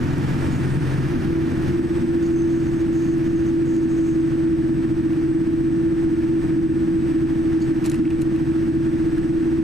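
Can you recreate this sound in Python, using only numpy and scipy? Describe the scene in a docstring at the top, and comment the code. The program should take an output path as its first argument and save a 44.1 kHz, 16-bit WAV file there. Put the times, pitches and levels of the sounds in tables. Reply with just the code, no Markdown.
"""Inside a taxiing airliner: two engines settle to idle, and their slightly different hums beat
against each other. Under them are the rumble of the plane's body, hiss from the air vents, droning
shafts and a thin pump whine. A piece of trim squeaks as it sticks and slips, and something plastic
crackles, rustles and bumps a panel. The microphone's fast gain control turns it all down on each beat."""
import sys
import numpy as np
from scipy import signal
from scipy.fft import rfft, irfft
from scipy.io import wavfile
from scipy.ndimage import uniform_filter1d

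SR = 44100
rng = np.random.default_rng(int(sys.argv[2]) if len(sys.argv) > 2 else 0)


def pcm_store(signal):
    """Save signal as 16-bit PCM."""
    levels = np.round(np.clip(np.atleast_2d(signal), -1, 1) * 32767)
    wavfile.write(sys.argv[1], SR, levels.astype(np.int16).T)


N = 424683

# Engine power above idle, dying away: time_s, share (0 to 1)
EXTRA_POWER = [(0, 1), (.5, 0.65), (.9, 0.56), (1.05, 0.56), (1.3, 0.5), (1.7, 0.73), (1.83, .2),
               (2.4, 0.19), (4, 0)]
# Engine rumble through the plane's body: pitch_hz, base_level_db (per Hz)
RUMBLE_SPECTRUM = [(22, -50), (46, -56), (63, -49), (100, -53), (140, -50), (185, -45), (215, -52),
                   (238, -43), (270, -46), (284, -44), (310, -43), (345, -45), (362, -51), (395, -60),
                   (900, -120)]
# Air from the vents: pitch_hz, base_level_db (per Hz)
VENT_SPECTRUM = [(250, -71), (420, -60), (620, -66.5), (1100, -69.5), (1700, -66), (1900, -68.5),
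                 (2050, -71.5), (2700, -75.5), (3900, -82.5), (6000, -84), (7600, -92.5), (10500, -94),
                 (13000, -97.5), (15700, -105)]
# The strongest shaft drone swells, then sinks as the hums arrive: time_s, level_db
MAIN_SHAFT = [(0, -21.5), (.5, -21.5), (.9, -18), (1.05, -25), (1.35, -26), (1.7, -22), (1.85, -29.5),
              (2.5, -26.5), (9.63, -28)]
# Shafts, fans and electrics: pitch_hz, base_level_db, pitch_waver_hz, level_waver_db
STEADY_DRONES = [(87.3, -31, .4, 1.5), (151, -29, .7, 2.5), (472.2, -52, .4, 2), (1416.6, -58.5, 1.2, 2),
                 (1707, -55, 1.5, 2), (2361, -55.5, 1.5, 1.5), (4722, -70, 2.5, 2), (10987, -75, 1, 2),
                 (11999, -82, 1, 2), (12317, -83, 1, 2), (13103, -84, 1, 2), (13521, -84, 1, 2),
                 (14070, -83, 1, 2)]
# The slowing pump's ninth harmonic (nine times its turning rate): time_s, pitch_hz, level_db
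PUMP_NINTH = [(0, 8226, -62), (.3, 8200, -56), (.6, 8165, -51), (.85, 8134, -51), (1.1, 8108, -58),
              (1.42, 8074, -57), (1.9, 8053, -54), (2.9, 8045, -55), (9.63, 8044, -55)]
# The pump's harmonics: multiple, level_vs_ninth_db, extra_at_top_speed_db
PUMP_HARMONICS = [(1, 0, 17), (2, 3, 0), (3, -5, 2), (4, -15, 0), (8, -16, 21), (9, 0, 0), (10, -11, 3),
                  (11, -25, 4)]
# Plastic snaps: start_s, crack_peak_db, pitch_hz, knock_peak_db
PLASTIC_SNAPS = [(.181, -36, 10000, -41), (1.085, -35, 9800, -39), (1.623, -35, 9900, -32),
                 (1.681, -37, 11000, -42), (3.18, -36, 11000, -48), (3.655, -41, 7000, -50),
                 (3.763, -34, 4800, -37), (5.13, -36, 8800, -30), (7.841, -33, 8000, -27),
                 (7.850, -23, 5000, -25), (7.8588, -16, 8000, -25), (7.8635, -23, 7500, -29),
                 (7.8972, -11.5, 7500, -28), (7.9155, -20, 7000, -21), (7.932, -34, 4500, -26),
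                 (7.942, -25, 6500, -26), (7.955, -33, 10000, -40), (8.052, -45, 4000, -26),
                 (8.075, -48, 4000, -28), (8.103, -31, 7000, -30), (8.107, -40, 5000, -25),
                 (8.211, -31, 8960, -48), (8.217, -21.5, 7700, -27), (8.36, -34, 10300, -28),
                 (9.18, -37, 9600, -35)]
# The trim's high ringing tones, before a rub bends and widens them: pitch_hz, width_hz, gain_db
TRIM_RINGS = [(6350, 170, 2), (6620, 520, -16), (7000, 300, -19), (7450, 300, -22), (9300, 500, -31),
              (11800, 900, -33)]
# Rubs of the trim: start_s, length_s, first_ring_hz, high_level_db, low_level_db, widening (times)
TRIM_RUBS = [(.5, .065, 6750, -48, -54, 2), (2.222, .05, 6300, -46, -52, 4),
             (2.357, .032, 6270, -40.5, -62, 1), (2.416, .015, 6270, -43, -64, 1),
             (2.45, .06, 6290, -54, -70, 2), (2.545, .02, 6350, -49, -62, 1.5),
             (2.59, .015, 6300, -52, -62, 2), (2.672, .012, 6300, -48, -66, 1),
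             (2.74, .06, 6350, -52, -68, 2), (2.805, .01, 6720, -53, -68, 1),
             (2.925, .11, 6250, -47.5, -58, 4), (3.04, .1, 6400, -48.5, -58, 3),
             (3.24, .03, 6380, -48, -66, 2), (3.355, .04, 6440, -47, -64, 1.5),
             (3.464, .03, 6330, -50, -66, 2), (3.652, .115, 6300, -48, -60, 4),
             (3.775, .09, 6300, -52, -62, 3), (3.885, .07, 6570, -49, -66, 2),
             (3.96, .035, 6300, -51, -66, 3), (4.005, .11, 6350, -49, -62, 4),
             (4.12, .07, 6400, -57, -66, 3), (4.2, .025, 6300, -50, -64, 2), (4.24, .08, 6250, -57, -68, 3),
             (7.6, .013, 6200, -48, -54, 4), (7.613, .011, 6420, -43, -44, 4),
             (7.627, .02, 6400, -51, -51, 3), (2.275, .08, 6300, -53, -64, 4),
             (2.5, .24, 6400, -54, -64, 4), (3.29, .06, 6400, -55, -66, 3), (3.4, .09, 6400, -56, -66, 3)]
# Each engine's hum slides down to idle through the cabin's resonances: time_s, pitch_hz, level_db
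NEAR_ENGINE = [(1.05, 390, -57.5), (1.36, 367, -29.5), (1.62, 352, -28.5), (1.76, 343, -17),
               (1.95, 341, -18), (2.18, 335, -11.5), (2.7, 332.4, -13), (3.4, 333, -12.5), (4.1, 329, -12),
               (4.7, 329.2, -13.5), (5.05, 331.5, -15.5), (5.9, 330.3, -12), (6.35, 332, -13.5),
               (7.1, 329.8, -13.5), (7.57, 329.2, -12.5), (7.8, 330.7, -15), (8.6, 330, -12.5),
               (9.25, 331.5, -15), (9.63, 329.5, -12.5)]
FAR_ENGINE = [(.98, 358.3, -40), (1.09, 347.1, -22.5), (1.24, 333, -21.5), (1.42, 331, -19),
              (1.7, 324.6, -22), (1.921, 322, -19.5), (2.2, 320.5, -27), (2.6, 318, -28), (3, 317.5, -21.5),
              (3.8, 317, -26.5), (4.501, 316, -21.5), (5.2, 314.5, -19.5), (5.9, 316, -21.5),
              (6.3, 315.7, -18), (7.2, 315.3, -20.5), (7.8, 314.5, -17.5), (8.8, 314.7, -19),
              (9.63, 313.5, -20)]
# Plastic rustling between snaps: start_s, swell_s, fade_s, top_level_db
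PLASTIC_RUSTLES = [(7.832, 0.014, 0.044, -35), (7.916, .01, .04, -45)]
# Bumps against the panel: start_s, peak_db
PANEL_BUMPS = [(7.842, -26), (7.849, -26), (7.860, -29), (7.922, -30), (7.942, -35)]
# The microphone's two openings: pitch_hz, likeness (0 to 1), left_lead_rad, left_minus_right_db
MIC_PORTS = [(35, .98, -1.0, 5.9), (70, .99, -.8, 3.9), (250, .98, -.87, -.5), (380, .98, -.7, -.9),
             (470, .66, -1.4, -2.8), (560, .58, -1.6, -6.3), (680, .3, -.9, -9.4), (850, .32, -3.6, -5.5),
             (1050, .33, -5.15, -5), (1350, .53, -5.6, -2.5), (1750, .56, -5.7, -.5), (2300, .54, -6, -.8),
             (4000, .5, -6, 1), (5200, .66, -6.16, .8), (7000, .97, -6.28, 0), (10000, .7, -6.25, .2),
             (14000, .7, -6.25, 0)]


def amp(db):
    """Turn decibels into a number to multiply by."""
    return 10 ** (np.asarray(db) / 20)


def in_time(rows):
    """Join a table's points into one curve in time for each column after the first."""
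    times, *columns = np.transpose(rows)
    return [np.interp(np.arange(N) / SR, times, column) for column in columns]


def at_hz(rows, column, size=N):
    """Read a column at every frequency of a spectrum, joining its points on a log scale."""
    hz = np.maximum(np.arange(size // 2 + 1) * SR / size, 1)
    table = np.array(rows)
    return np.interp(np.log(hz), np.log(table[:, 0]), table[:, column])


def drift(rate_hz):
    """A smooth random wobble, about 1 in size."""
    r = np.exp(-80 * np.pi * rate_hz / SR)  # one step every 40 samples
    slow = signal.lfilter([1], [1, -2 * r, r * r], rng.standard_normal(N // 40 + 2002))[2000:]
    return np.interp(np.arange(N) / 40, np.arange(len(slow)), slow / slow.std())


def sine(hz, db):
    """A pure tone whose pitch and average (rms) level can move."""
    return np.sqrt(2) * amp(db) * np.sin(2 * np.pi * (np.cumsum(hz) / SR + rng.random()))


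def resonate(x, hz, width_hz, passes=1):
    """Let a sound ring around one pitch; a smaller width rings longer."""
    r = np.exp(-np.pi * width_hz / SR)
    feedback = [1, -2 * r * np.cos(2 * np.pi * hz / SR), r * r]
    for _ in range(passes):
        x = signal.lfilter([(1 - r * r) / 2, 0, (r * r - 1) / 2], feedback, x + 1e-18)
    return x


def spread(noise, own_share=.45):
    """Make left and right from three noises: one shared, and one for each side."""
    return np.sqrt(1 - own_share ** 2) * noise[0] + own_share * noise[1:]


def surrounding_noise(spectrum):
    """Noise from all around, partly the same on the left and right."""
    white = rfft(rng.standard_normal((3, N)))
    shared, left, right = white * amp(at_hz(spectrum, column=1)) * np.sqrt(SR / 2)
    alike = at_hz(MIC_PORTS, column=1)
    return irfft(np.sqrt(alike) * shared + np.sqrt(1 - alike) * np.array([left, right]), N)


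def settling_db(idle_db, extra_db, db_per_s):
    """A level change that follows engine power, plus a slow steady slope."""
    return idle_db + extra_db * in_time(EXTRA_POWER)[0] + db_per_s * np.arange(N) / SR


def engine_rumble():
    """The engines shake the plane's body, making a low noise."""
    gain_db = settling_db(idle_db=.95, extra_db=4.3, db_per_s=.22) + .5 * drift(.53)
    return amp(gain_db) * surrounding_noise(RUMBLE_SPECTRUM)


def vent_hiss():
    """Air rushes from the vents and softens as the engines settle."""
    gain_db = settling_db(idle_db=-2.05, extra_db=7.55, db_per_s=.082) + .85 * drift(3.3)
    return amp(gain_db) * surrounding_noise(VENT_SPECTRUM)


def machine_drones():
    """Shafts, fans and electrics hold tones that waver a little in pitch and level."""
    gain_db = settling_db(idle_db=-1.9, extra_db=7.2, db_per_s=-.024)
    out = sine(hz=131.75 + .52 * drift(2.96), db=in_time(MAIN_SHAFT)[0] + 1.5 * drift(6.3))
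    for hz, db, waver_hz, waver_db in STEADY_DRONES:
        out += sine(hz + waver_hz * drift(2.88), db + gain_db + waver_db * drift(8.1))
    return out


def pump_whine():
    """A pump sings at whole multiples of its turning rate; some are louder while it is still fast."""
    ninth_hz, db = in_time(PUMP_NINTH)
    fast = (ninth_hz - ninth_hz.min()) ** 2 / np.ptp(ninth_hz) ** 2
    turn_hz = (ninth_hz + 1.5 * drift(2.5)) / 9
    return sum(sine(turn_hz * multiple, db + offset_db + extra_db * fast + 1.3 * drift(6.3))
               for multiple, offset_db, extra_db in PUMP_HARMONICS)


def plastic_snaps(rise_s=.0012, crack_fade_s=.012, tail_fade_s=.06, knock_fade_s=.045):
    """Each snap is a bright crack with a faint tail, plus a duller knock in the object's body."""
    out, t = np.zeros((2, N)), np.arange(SR // 10) / SR
    rise = np.minimum(t / rise_s, 1)
    shape = rise * (amp(-60 * t / crack_fade_s) + amp(-15 - 60 * t / tail_fade_s))
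    crack_band = signal.butter(3, [3700, 11200], "band", fs=SR, output="sos")
    for start_s, crack_db, hz, knock_db in PLASTIC_SNAPS:
        noise = rng.standard_normal((4, len(t)))
        burst = spread(noise[1:]) * shape
        ring = amp(3) * resonate(burst, hz=4100, width_hz=200)
        crack = signal.sosfilt(crack_band, resonate(burst, hz, 1.1 * hz) + ring)
        push = resonate(noise[0] * rise * amp(-60 * t / knock_fade_s), hz=1500, width_hz=3000)
        knock = resonate(push, 750, 500) - .74 * resonate(push, 1500, 1500) + 1.3 * resonate(push, 2600, 500)
        at = round(start_s * SR)
        out[:, at:at + len(t)] += amp(crack_db) * crack / np.abs(crack).max()
        out[:, at:at + len(t)] += amp(knock_db) * knock / np.abs(knock).max()
    return out


def trim_squeak(rise_s=.004, fade_db_per_s=800):
    """Trim sticks and slips, which makes it ring; pressure bends and damps the ringing from rub to rub."""
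    slips = rng.standard_normal(N) * amp(2 * drift(40))
    out, t = np.zeros(N), np.arange(SR // 3) / SR
    (first_hz, first_width, first_db), *upper = TRIM_RINGS
    for start_s, length_s, rub_hz, high_db, low_db, widen in TRIM_RUBS:
        bend = rub_hz / first_hz
        at = slice(round(start_s * SR), round(start_s * SR) + len(t))
        # As the first ring widens, the upper ones grow stronger.
        rings = [(first_hz, first_width * widen, first_db - 10 * np.log10(widen))]
        rings += [(hz, width, db + 4 * widen) for hz, width, db in upper]
        high = sum(amp(db) * resonate(slips[at], hz * bend, width, passes=2) for hz, width, db in rings)
        low = resonate(slips[at], hz=4550, width_hz=600, passes=2)
        shape = np.minimum(t / rise_s, 1) * amp(-fade_db_per_s * np.maximum(t - length_s, 0))
        out[at] += shape * (amp(high_db) * high / high.std() + amp(low_db) * low / low.std())
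    return out


def engine_hums(waver_hz=.8, near_waver_db=.8, far_waver_db=1.5):
    """Two engines turn a few percent apart in speed, so their tones throb, or beat, together."""
    out = 0
    for engine, waver_db in ((NEAR_ENGINE, near_waver_db), (FAR_ENGINE, far_waver_db)):
        hz, db = in_time(engine)
        out = out + sine(hz + waver_hz * drift(3.04), db + waver_db * drift(4.7))
    return out


def plastic_rustle(fade_db=9):
    """The plastic gives off a grainy noise that swells, fades and stops."""
    grain = spread(rng.standard_normal((3, N))) * amp(2.6 * drift(150))
    grain = resonate(grain, hz=2800, width_hz=5200)
    t, shape = np.arange(N) / SR, 0
    for start_s, swell_s, fade_s, db in PLASTIC_RUSTLES:
        corners_s = np.cumsum([start_s, swell_s, fade_s, swell_s])
        shape = shape + amp(db) * np.interp(t, corners_s, [0, 1, amp(-fade_db), 0])
    return shape * grain / grain.std()


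def panel_thuds(rise_s=.0012, fade_s=.07):
    """The object bumps a panel: each short push of noise stirs one low, dull ring."""
    out, t = np.zeros(N), np.arange(SR // 10) / SR
    shape = np.minimum(t / rise_s, 1) * amp(-60 * t / fade_s)
    for start_s, db in PANEL_BUMPS:
        thud = resonate(rng.standard_normal(len(t)) * shape, hz=800, width_hz=600, passes=2)
        at = round(start_s * SR)
        out[at:at + len(t)] += amp(db) * thud / np.abs(thud).max()
    return out


def microphone_ports(pair, pad=4096):
    """Each opening colours and shifts the sound that reaches it; the average of both keeps its level."""
    pair = np.pad(pair, ((0, 0), (pad, pad)), mode="reflect")  # stops the ends wrapping round
    size = pair.shape[1]
    alike, lead, lean_db = (at_hz(MIC_PORTS, column, size) for column in (1, 2, 3))
    average = np.sqrt(amp(lean_db) + amp(-lean_db) + 2 * alike * np.cos(lead)) / 2
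    left = amp(lean_db / 2) * np.exp(.5j * lead)
    return irfft(rfft(pair) * [left, 1 / left] / average, size)[:, pad:-pad]


def scene():
    """Everything in the cabin, as the microphone's two openings pick it up."""
    plane = engine_rumble() + vent_hiss() + engine_hums() + pump_whine() + machine_drones()
    return microphone_ports(plane + trim_squeak() + panel_thuds() + plastic_snaps() + plastic_rustle())


def record(dry):
    """Gain control turns loud moments down fast and comes back more slowly; the top treble is cut."""
    threshold_db, squeeze, attack_s, release_db_per_s = -19.5, .74, .0036, 110.5
    power = uniform_filter1d(np.mean(dry ** 2, axis=0), size=130)
    over_db = np.maximum(10 * np.log10(np.abs(power) + 1e-12) - threshold_db, 0)
    over_db[0] = over_db[:SR // 20].max()  # the control is already at work
    release_db = release_db_per_s * np.arange(N) / SR
    held_db = np.maximum.accumulate(over_db + release_db) - release_db
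    r = np.exp(-1 / (attack_s * SR))
    smooth_db = signal.lfilter([1 - r], [1, -r], held_db, zi=[r * held_db[0]])[0]
    fade_in = np.minimum(np.arange(N) / (.004 * SR), 1)
    treble_cut = signal.ellip(12, .5, 60, 15720, fs=SR, output="sos")
    return signal.sosfilt(treble_cut, dry * amp(-squeeze * smooth_db) * fade_in)


dry = scene()
out = record(dry)
pcm_store(out)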